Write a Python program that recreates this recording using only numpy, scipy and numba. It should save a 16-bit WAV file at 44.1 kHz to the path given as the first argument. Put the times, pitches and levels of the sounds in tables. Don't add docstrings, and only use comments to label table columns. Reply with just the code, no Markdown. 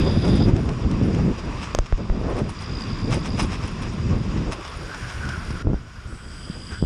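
import sys
import numpy as np
from scipy import signal
from scipy.fft import rfft, irfft
from scipy.io import wavfile
from scipy.ndimage import uniform_filter1d
from numba import njit

SR = 44100
rng = np.random.default_rng(int(sys.argv[2]) if len(sys.argv) > 2 else 0)


def dump_mix(stems):
    frames = np.atleast_2d(stems).T
    limited = np.clip(frames, -1, 1)
    pcm = np.round(limited * 32767).astype(np.int16)
    wavfile.write(sys.argv[1], SR, pcm)


def decibels_to_gain(level_db):
    exponent = np.asarray(level_db, float) / 20
    return 10 ** exponent


N = 302085
T = np.arange(N) / SR

# start_s, gust_db, tearing_db (above the rumble)
GUSTS = [(0, -15, -9.5), (.5, -17.5, -9.5), (.77, -25.5, -14.5), (.92, -19, -15), (1.315, -19.5, -10),
         (1.335, -32, -6.5), (1.96, -39.5, -10), (2.0, -28, -5.5), (2.4, -29, 3.5), (2.44, -26.5, -9),
         (2.55, -35, -13), (3.1, -25, -11.5), (3.59, -31, -8.5), (4.4, -24, -14), (4.53, -32, -2),
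         (4.55, -48, 6.5), (5.5, -34.5, -14.5), (5.8, -41, -9)]
# start_s, length_s, extra_db
BUFFETS = [(.36, 0.037, -5), (.5, 0.041, -6), (1.2, 0.11, 2.5), (1.46, 0.051, 2.5), (2.53, 0.17, -3),
           (3.14, 0.05, 4), (3.32, 0.045, 4), (3.47, 0.027, -6), (3.4, 0.052, 6), (.03, 0.21, -2.5),
           (2.03, 0.093, -4), (4.36, 0.034, 1.5), (6.55, .2, 4), (5.55, .07, 2), (1.3, .04, 2),
           (3.65, 0.098, 0), (4.22, 0.046, -4.5), (5.2, 0.093, 3), (5.644, .11, 15.5), (5.87, 0.18, -6),
           (6.052, .12, 3), (6.17, .04, -9), (6.422, 0.19, 3)]
# pitch_hz, level_db (per Hz)
RUMBLE_COLOUR = [(47, -29), (80, 5), (200, 7), (350, -3.5), (480, -15), (620, -21), (1060, -120)]
# pitch_hz, level_db (per Hz)
SWAY_COLOUR = [(14, -33), (25, -7.5), (70, -7.5), (110, -10), (200, -23)]
# start_s, peak_db, swing_hz, crack_db (above the peak)
SLAPS = [(0.397, -8, 132, -29), (0.532, -1, 108, -26), (0.846, -5, 64.6, -25), (2.002, -17, 247, -17),
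         (2.211, -20, 133, -6), (2.415, -5.5, 137, -25), (2.438, -12.5, 116, -27), (3.346, -9, 102, -33.5),
         (3.643, -15, 90, -21), (4.106, -4, 114, -31), (5.503, -11.5, 128, -23), (5.646, -13, 96.5, -20),
         (5.668, -2.5, 87, -14), (5.682, -24, 67.3, -19), (5.699, -8, 133, -17), (5.714, -36, 64, -14),
         (5.73, -14.5, 176, -5.5), (5.74, -11.5, 58.4, -11), (6.053, -16, 75.4, -44.5),
         (6.123, -20, 65.5, -18), (6.431, -29, 59.2, -22), (6.497, -12.5, 171, -48),
         (6.717, -21, 77.6, -16), (6.823, -5, 157, -10.5), (6.835, -8, 51.4, -16)]
# start_s, peak_db, tick_db (above the peak), thud_db
KNOCKS = [
    (1.747, -10.5, -8.5, -36),
    (1.786, -10.5, -13, -20),
    (1.923, -16.5, -36, -17.5),
    (2.097, -20.5, -43, -18.5),
]
# pitch_hz, level_db, t60_s
STICK_MODES = [(622, 4.5, 0.01), (1180, 5.5, 0.003), (1790, -19, 0.007)]
# pitch_hz, level_db, t60_s
CASE_MODES = [(2600, -3, 0.0044), (3350, 6.5, 0.0024), (4870, 2, 0.0052), (5630, 5.5, 0.0033),
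              (6330, 4.5, 0.0089), (7630, -4, 0.0064)]
# start_s, dip_db, recovery_s
DUCKS = [
    (1.79, -3.5, 0.31),
    (1.93, -0.5, .25),
    (5.625, -12, 0.63),
]
# start_s, peak_db, length_s, bright_db (above the body)
RATTLES = [(0.26, -25, 0.04, -29), (0.348, -30.5, 0.037, -21), (0.473, -27, 0.024, -15),
           (1.375, -30.5, 0.032, -39), (1.6, -26, 0.063, -35), (1.856, -29, 0.013, -45),
           (2.288, -40, 0.031, -8), (2.362, -26.5, 0.04, -17), (2.483, -28.5, 0.03, -11.5),
           (2.593, -30.5, 0.045, -18), (2.782, -31.5, 0.046, -25), (2.832, -44.5, 0.026, -32),
           (3.101, -18, 0.057, -18), (3.16, -36, 0.036, -6), (3.232, -24, 0.047, -24),
           (3.37, -19, 0.057, -18.5), (3.413, -28, 0.038, -6), (3.5, -23, 0.05, -33),
           (3.6, -29.5, 0.059, -27), (3.648, -44.5, 0.022, -24), (3.673, -29, 0.012, -11),
           (3.811, -27.5, 0.028, -16), (3.853, -38.5, 0.02, -13), (3.92, -29, 0.021, -12.5),
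           (4.222, -31, 0.034, -37), (4.357, -34, 0.035, -37), (4.5113, -19, 0.025, -19),
           (4.643, -25.5, 0.021, -42), (5.077, -26, 0.047, -26), (6.704, -32.5, 0.044, -28)]
# start_s, peak_db, length_s, bright_db (above the body)
TICKS = [(0.246, -22, 0.013, -29), (0.5638, -24, 0.0031, -37), (0.687, -24.5, 0.0079, -33),
         (0.9098, -27.5, 0.0073, -23), (1.034, -28, 0.0062, -34), (1.146, -24, 0.006, -34),
         (1.7586, -52, 0.0033, -25), (1.9744, -31, 0.0062, -37), (3.394, -17.5, 0.011, -23),
         (4.6079, -28, 0.0061, -43), (4.6772, -22, 0.0068, -46), (4.9437, -23.5, 0.008, -25),
         (5.249, -23.5, 0.0066, -33), (5.286, -23.5, 0.01, -31), (5.5035, -26, 0.01, -25)]
# pitch_hz, width_hz, level_db
RATTLE_BODY = [(1030, 1250, 15), (2120, 1950, 8), (3440, 4000, -2.5), (4980, 920, 7), (7400, 760, -3)]
# on_s, off_s, rise_s, whine_db (gears), hum_db (housing)
THROTTLE = [
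    (-.1, .49, .02, -41.5, -41),
    (2.5, 3.47, 0.13, -48, -51.5),
    (4.6, 4.75, 0.061, -53, -47.5),
    (6.097, 6.95, 0.34, -45.5, -47.5),
]
CHIRP_DEPTH = [3, 7.5, 5, 2.5]
# on_s, off_s
COIL_TIMES = [
    (-.1, .5),
    (6.07, 6.95),
]
# pitch_hz, level_db
COIL_LINES = [
    [(9432, -66.5), (10567, -68)],
    [(7058, -79), (7897, -65), (8156, -73), (9162, -86), (9340, -74), (9582, -66), (9997, -94),
     (10234, -80), (10411, -69), (10605, -70), (10880, -81), (12075, -97)],
]
# start_s, rough_db
ROUGHNESS = [(0, 3.5), (.2, 1.5), (.36, 4), (.51, -1), (.9, -0.5), (1.61, 0), (2.05, -3), (2.33, -2),
             (2.77, 0.5), (3.08, 0), (3.43, 1), (3.61, 1.5), (3.97, 0), (4.29, 0), (4.96, 2), (5.6, 0.5),
             (6.75, -2.5), (6.85, -11)]
# start_s, length_s, extra_db
FLEXES = [
    (.15, 0.51, -13),
    (1.0, 0.32, -7),
    (1.4, 0.39, 3.5),
    (4.9, 0.094, 8),
    (5.2, 0.19, 6.5),
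    (5.9, .9, -0.5),
]
# pitch_hz, level_db (per Hz)
TREAD_COLOUR = [(350, -3.5), (600, -4), (848, -4), (1070, 2), (1650, -2.5), (2750, -5.5), (4150, -15),
                (4910, -19.5), (5600, -22), (7280, -54), (12300, -120)]
# pitch_hz, level_db (per Hz)
HISS_COLOUR = [(2470, -14), (4200, -4), (5030, 2.5), (5580, 3.5), (5870, 2), (6190, -8), (6700, -0.5),
               (7260, -5.5), (9870, -16), (10900, -19), (14200, -56), (22000, -120)]
# pitch_hz, level_db (per Hz)
AIR_COLOUR = [(7000, -31), (8500, -0.5), (10000, -2), (11500, -4), (13800, -4.5), (14500, -36)]
# pitch_hz, limit_db
HIDING = [(5500, -32), (6300, -33), (8500, -30.5), (9500, -26), (10300, -28.5), (11000, -33), (14000, -48)]


def unit(x):
    return x / np.sqrt(np.mean(x ** 2))


def noise():
    return rng.standard_normal(N)


def curves(table):
    s, *columns = np.transpose(table)
    return [np.interp(T, s, c) for c in columns]


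def gate(on, off, rise, fall):
    return np.clip(np.minimum((T - on) / rise, (off - T) / fall), 0, 1)


def swells(table, rise, fall):
    return sum(db * gate(s, s + length, rise, fall) for s, length, db in table)


def walk(rate):
    hold = int(SR / rate)
    steps = np.repeat(rng.standard_normal(N // hold + 1), hold)
    smooth = uniform_filter1d(uniform_filter1d(steps, hold), hold)
    return unit(smooth[:N])


@njit
def svf(x, hz, width):
    y, b, l = np.empty(len(x)), 0., 0.
    for i in range(len(x)):
        g, k = np.tan(np.pi * hz[i] / SR), width / hz[i]
        v = (b + g * (x[i] - l)) / (1 + g * (g + k))
        b, l, y[i] = 2 * v - b, l + 2 * g * v, k * v
    return y


def band(x, hz, width_hz):
    hz = hz + np.zeros(N)
    return svf(svf(x, hz, 1. * width_hz), hz, 1. * width_hz)


def coloured(table, shared_db, flicker_db, rate):
    hz, db = np.transpose(table)
    f = np.maximum(np.fft.rfftfreq(N, 1 / SR), 1)
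    shape = rfft(noise()) * decibels_to_gain(np.interp(np.log(f), np.log(hz), db, left=-150, right=-150))
    octave = np.log2(f / hz[0])
    out = 0
    for centre in np.arange(0, np.log2(hz[-1] / hz[0]) + .5, .5):
        share = np.cos(np.pi / 2 * np.clip(2 * (octave - centre), -1, 1)) ** 2
        out = out + irfft(shape * share, N) * decibels_to_gain(shared_db + flicker_db * walk(rate))
    return unit(out)


def add(out, s, x):
    i = int(s * SR)
    out[i:i + len(x)] += x[:N - i]


def ring(modes):
    t = T[:SR // 8]
    x = -sum(decibels_to_gain(db) * np.sin(2 * np.pi * hz * t) * 1000 ** (-t / t60) for hz, db, t60 in modes)
    return x / np.max(np.abs(x))


def behind(front, back):
    swing_s, swing_length_s = 4.7, 0.37
    return front + (back - front) * np.clip((T - swing_s) / swing_length_s + .5, 0, 1)


def duck():
    return decibels_to_gain(sum(db * (T > s) * np.exp(-np.maximum(T - s, 0) / back) for s, db, back in DUCKS))


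def wind():
    rumble_db, tear_db = curves(GUSTS)
    rumble_db = rumble_db + swells(BUFFETS, .02, .015) + 1.28 * walk(9)
    sway_db = 4 - 0.48 * (rumble_db + 40)
    lumps = walk(28)
    rumble = coloured(RUMBLE_COLOUR, 1.12 * lumps, 0.87, 14)
    rumble = unit(rumble - .12 * (rumble ** 2 - 1))
    sway = coloured(SWAY_COLOUR, 2.2 * lumps, 1.6, 9)
    tear = unit(band(noise(), 358, 424) * decibels_to_gain(1.4 * lumps + 3.4 * walk(60)))
    out = decibels_to_gain(rumble_db - 0.5) * (rumble + decibels_to_gain(sway_db + 3.0) * sway + decibels_to_gain(tear_db - 0.2) * tear)
    return out + slaps()


def slaps():
    out = np.zeros(N)
    crack = np.convolve(ring([(336, 9, 0.0059), (700, -12, 0.0034)]), np.hanning(31) / 15)
    for s, db, hz, crack_db in SLAPS:
        t = T[:int(2.5 * SR / hz)] * hz
        swing = np.sin(2 * np.pi * t) * np.exp(-t / 0.79) * (1 - np.exp(-t / 0.12))
        add(out, s + 0.0018, decibels_to_gain(db - 1.0) * swing)
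        add(out, s + 0.00258, -decibels_to_gain(db + crack_db + 9.5) * crack)
    return out


def knocks():
    out = np.zeros(N)
    thud = ring([(35.2, -5, 0.1), (70, -13, 0.028)])
    for s, db, tick_db, thud_db in KNOCKS:
        strike = ring(STICK_MODES) + decibels_to_gain(tick_db + 12.0) * ring(CASE_MODES)
        strike = np.convolve(strike, np.hanning(6) / 2.55)
        add(out, s + .0022, decibels_to_gain(db + 6.0) * strike)
        add(out, s + 0.005, -decibels_to_gain(thud_db + 13.0) * thud)
    return out


def rattles():
    dense = rng.random(N) < 3500 / SR
    click_db = np.minimum(1.7 * rng.exponential(size=N), 8.0)
    clicks = unit(dense * noise() * decibels_to_gain(click_db))
    body = unit(sum(decibels_to_gain(db) * band(clicks, hz, width) for hz, width, db in RATTLE_BODY))
    sparse = rng.random(N) < 130 / SR
    bright = unit(band(sparse * decibels_to_gain(4.0 * noise()), 9600, 900))
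    tinkle_db = -71 + 2 * curves(ROUGHNESS)[0] + behind(0, 4) + 4.0 * walk(8.24)
    out = decibels_to_gain(tinkle_db) * bright * duck()
    for s, db, length, bright_db in RATTLES + TICKS:
        t = T[:int(2 * length * SR)] / length
        i = int(s * SR)
        swarm = np.minimum(t / 0.47, 1) / (1 + t ** 6)
        mix = (body + decibels_to_gain(bright_db - 0.5) * bright)[i:i + len(t)]
        add(out, s, decibels_to_gain(db - 9.0) * swarm * unit(mix))
    return out


def drive():
    idle_whine_db, idle_hum_db, let_go_s = -56.5, -57, 0.046
    load = np.array([gate(on, off, rise, let_go_s) for on, off, rise, _, _ in THROTTLE])
    whine_db = idle_whine_db + (np.array(THROTTLE)[:, -2] - idle_whine_db) @ load
    hum_db = idle_hum_db + (np.array(THROTTLE)[:, -1] - idle_hum_db) @ load
    turn = 2 * np.pi * np.cumsum(60 * (1 + 0.15 * walk(40))) / SR
    chirp_db = 4 + (np.array(CHIRP_DEPTH) - 4) @ load
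    stutter = decibels_to_gain(chirp_db * np.cos(turn) + 1.8 * walk(60))
    mesh = np.sin(2 * np.pi * np.cumsum(4870 + 70 * walk(160)) / SR)
    whine = unit((mesh + unit(band(noise(), 4894, 410))) * stutter)
    housing_hz = behind(3525, 3190)
    hum = unit(band(noise(), housing_hz, 600) * np.sqrt(stutter))
    return decibels_to_gain(whine_db + 2.1) * whine + decibels_to_gain(hum_db - 0.5) * hum + coils()


def coils():
    out = np.zeros(N)
    for (on, off), lines in zip(COIL_TIMES, COIL_LINES):
        current = gate(on, off, .03, .03)
        for hz, db in lines:
            phase = 2 * np.pi * np.cumsum(hz + 5.0 * walk(21)) / SR
            out += current * decibels_to_gain(db + 8.0 + 2.6 * walk(11)) * np.sin(phase)
    buzz = unit(band(noise(), 8000, 1100))
    return out + decibels_to_gain(-53.5) * (T > COIL_TIMES[1][0]) * buzz


def tyres():
    rough, = curves(ROUGHNESS)
    tread_db = -46 + rough
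    hiss_db = -55 + 0.92 * rough + behind(0, 0.5)
    air_db = -79.5 + 1.6 * rough + behind(0, 8)
    deck_db = -42 + 0.5 * rough + behind(0, 2.5) + swells(FLEXES, 0.046, 0.037)
    deck_hz = behind(1080, 1470) * (1 + 0.037 * walk(6))
    jolt = walk(22.093)
    tread = coloured(TREAD_COLOUR, 0.99 * jolt, 0.96, 35)
    deck = unit(band(noise(), deck_hz, 280) * decibels_to_gain(1.7 * jolt + 2.6 * walk(45)))
    axle = unit(band(noise(), 2565, 400) * decibels_to_gain(2.0 * jolt)) * behind(1, 0)
    tread = tread + decibels_to_gain(-11.0) * axle
    hiss = coloured(HISS_COLOUR, 0.7 * jolt, 1.45, 40)
    air = coloured(AIR_COLOUR, .8 * jolt, 1.5, 30)
    out = decibels_to_gain(tread_db + 4.5) * tread + decibels_to_gain(deck_db - 3.5) * deck
    return out + decibels_to_gain(hiss_db + 4.5) * hiss + decibels_to_gain(air_db + 13.0) * air


def scene():
    board = duck() * (drive() + tyres())
    return (wind() + knocks() + rattles() + board)[None]


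def starve(x, leak_db):
    size = 2048
    f, _, z = signal.stft(x, SR, nperseg=size)
    power = uniform_filter1d(np.abs(z) ** 2, size=8, axis=0)
    power = power[4::8].repeat(8, axis=0)
    f = f[:-1]
    mid = np.mean(power[(f > 2000) & (f < 4300)], axis=0)
    mid = mid + decibels_to_gain(-27) ** 2 * np.mean(power[f < 500], axis=0)
    limit = decibels_to_gain(np.interp(f, *np.transpose(HIDING), left=-99))[:, None] ** 2
    z[:-1] *= np.where(power < mid * limit, decibels_to_gain(leak_db), 1)
    return signal.istft(z, SR, nperseg=size)[1][:N]


def roll_off(x):
    return signal.sosfilt(signal.butter(12, 13950, fs=SR, output="sos"), x)


def record(dry):
    low = signal.sosfiltfilt(signal.butter(6, 10300, fs=SR, output="sos"), dry)
    x = low + decibels_to_gain(-12.5) * (dry - low)
    x = signal.sosfilt(signal.butter(1, 18, "high", fs=SR, output="sos"), x)
    rounded = np.tanh(1.152 * x[0]) / 1.25
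    mix = starve(rounded, -26.5)[None]
    return roll_off(mix)


dry = scene()
out = record(dry)
dump_mix(out)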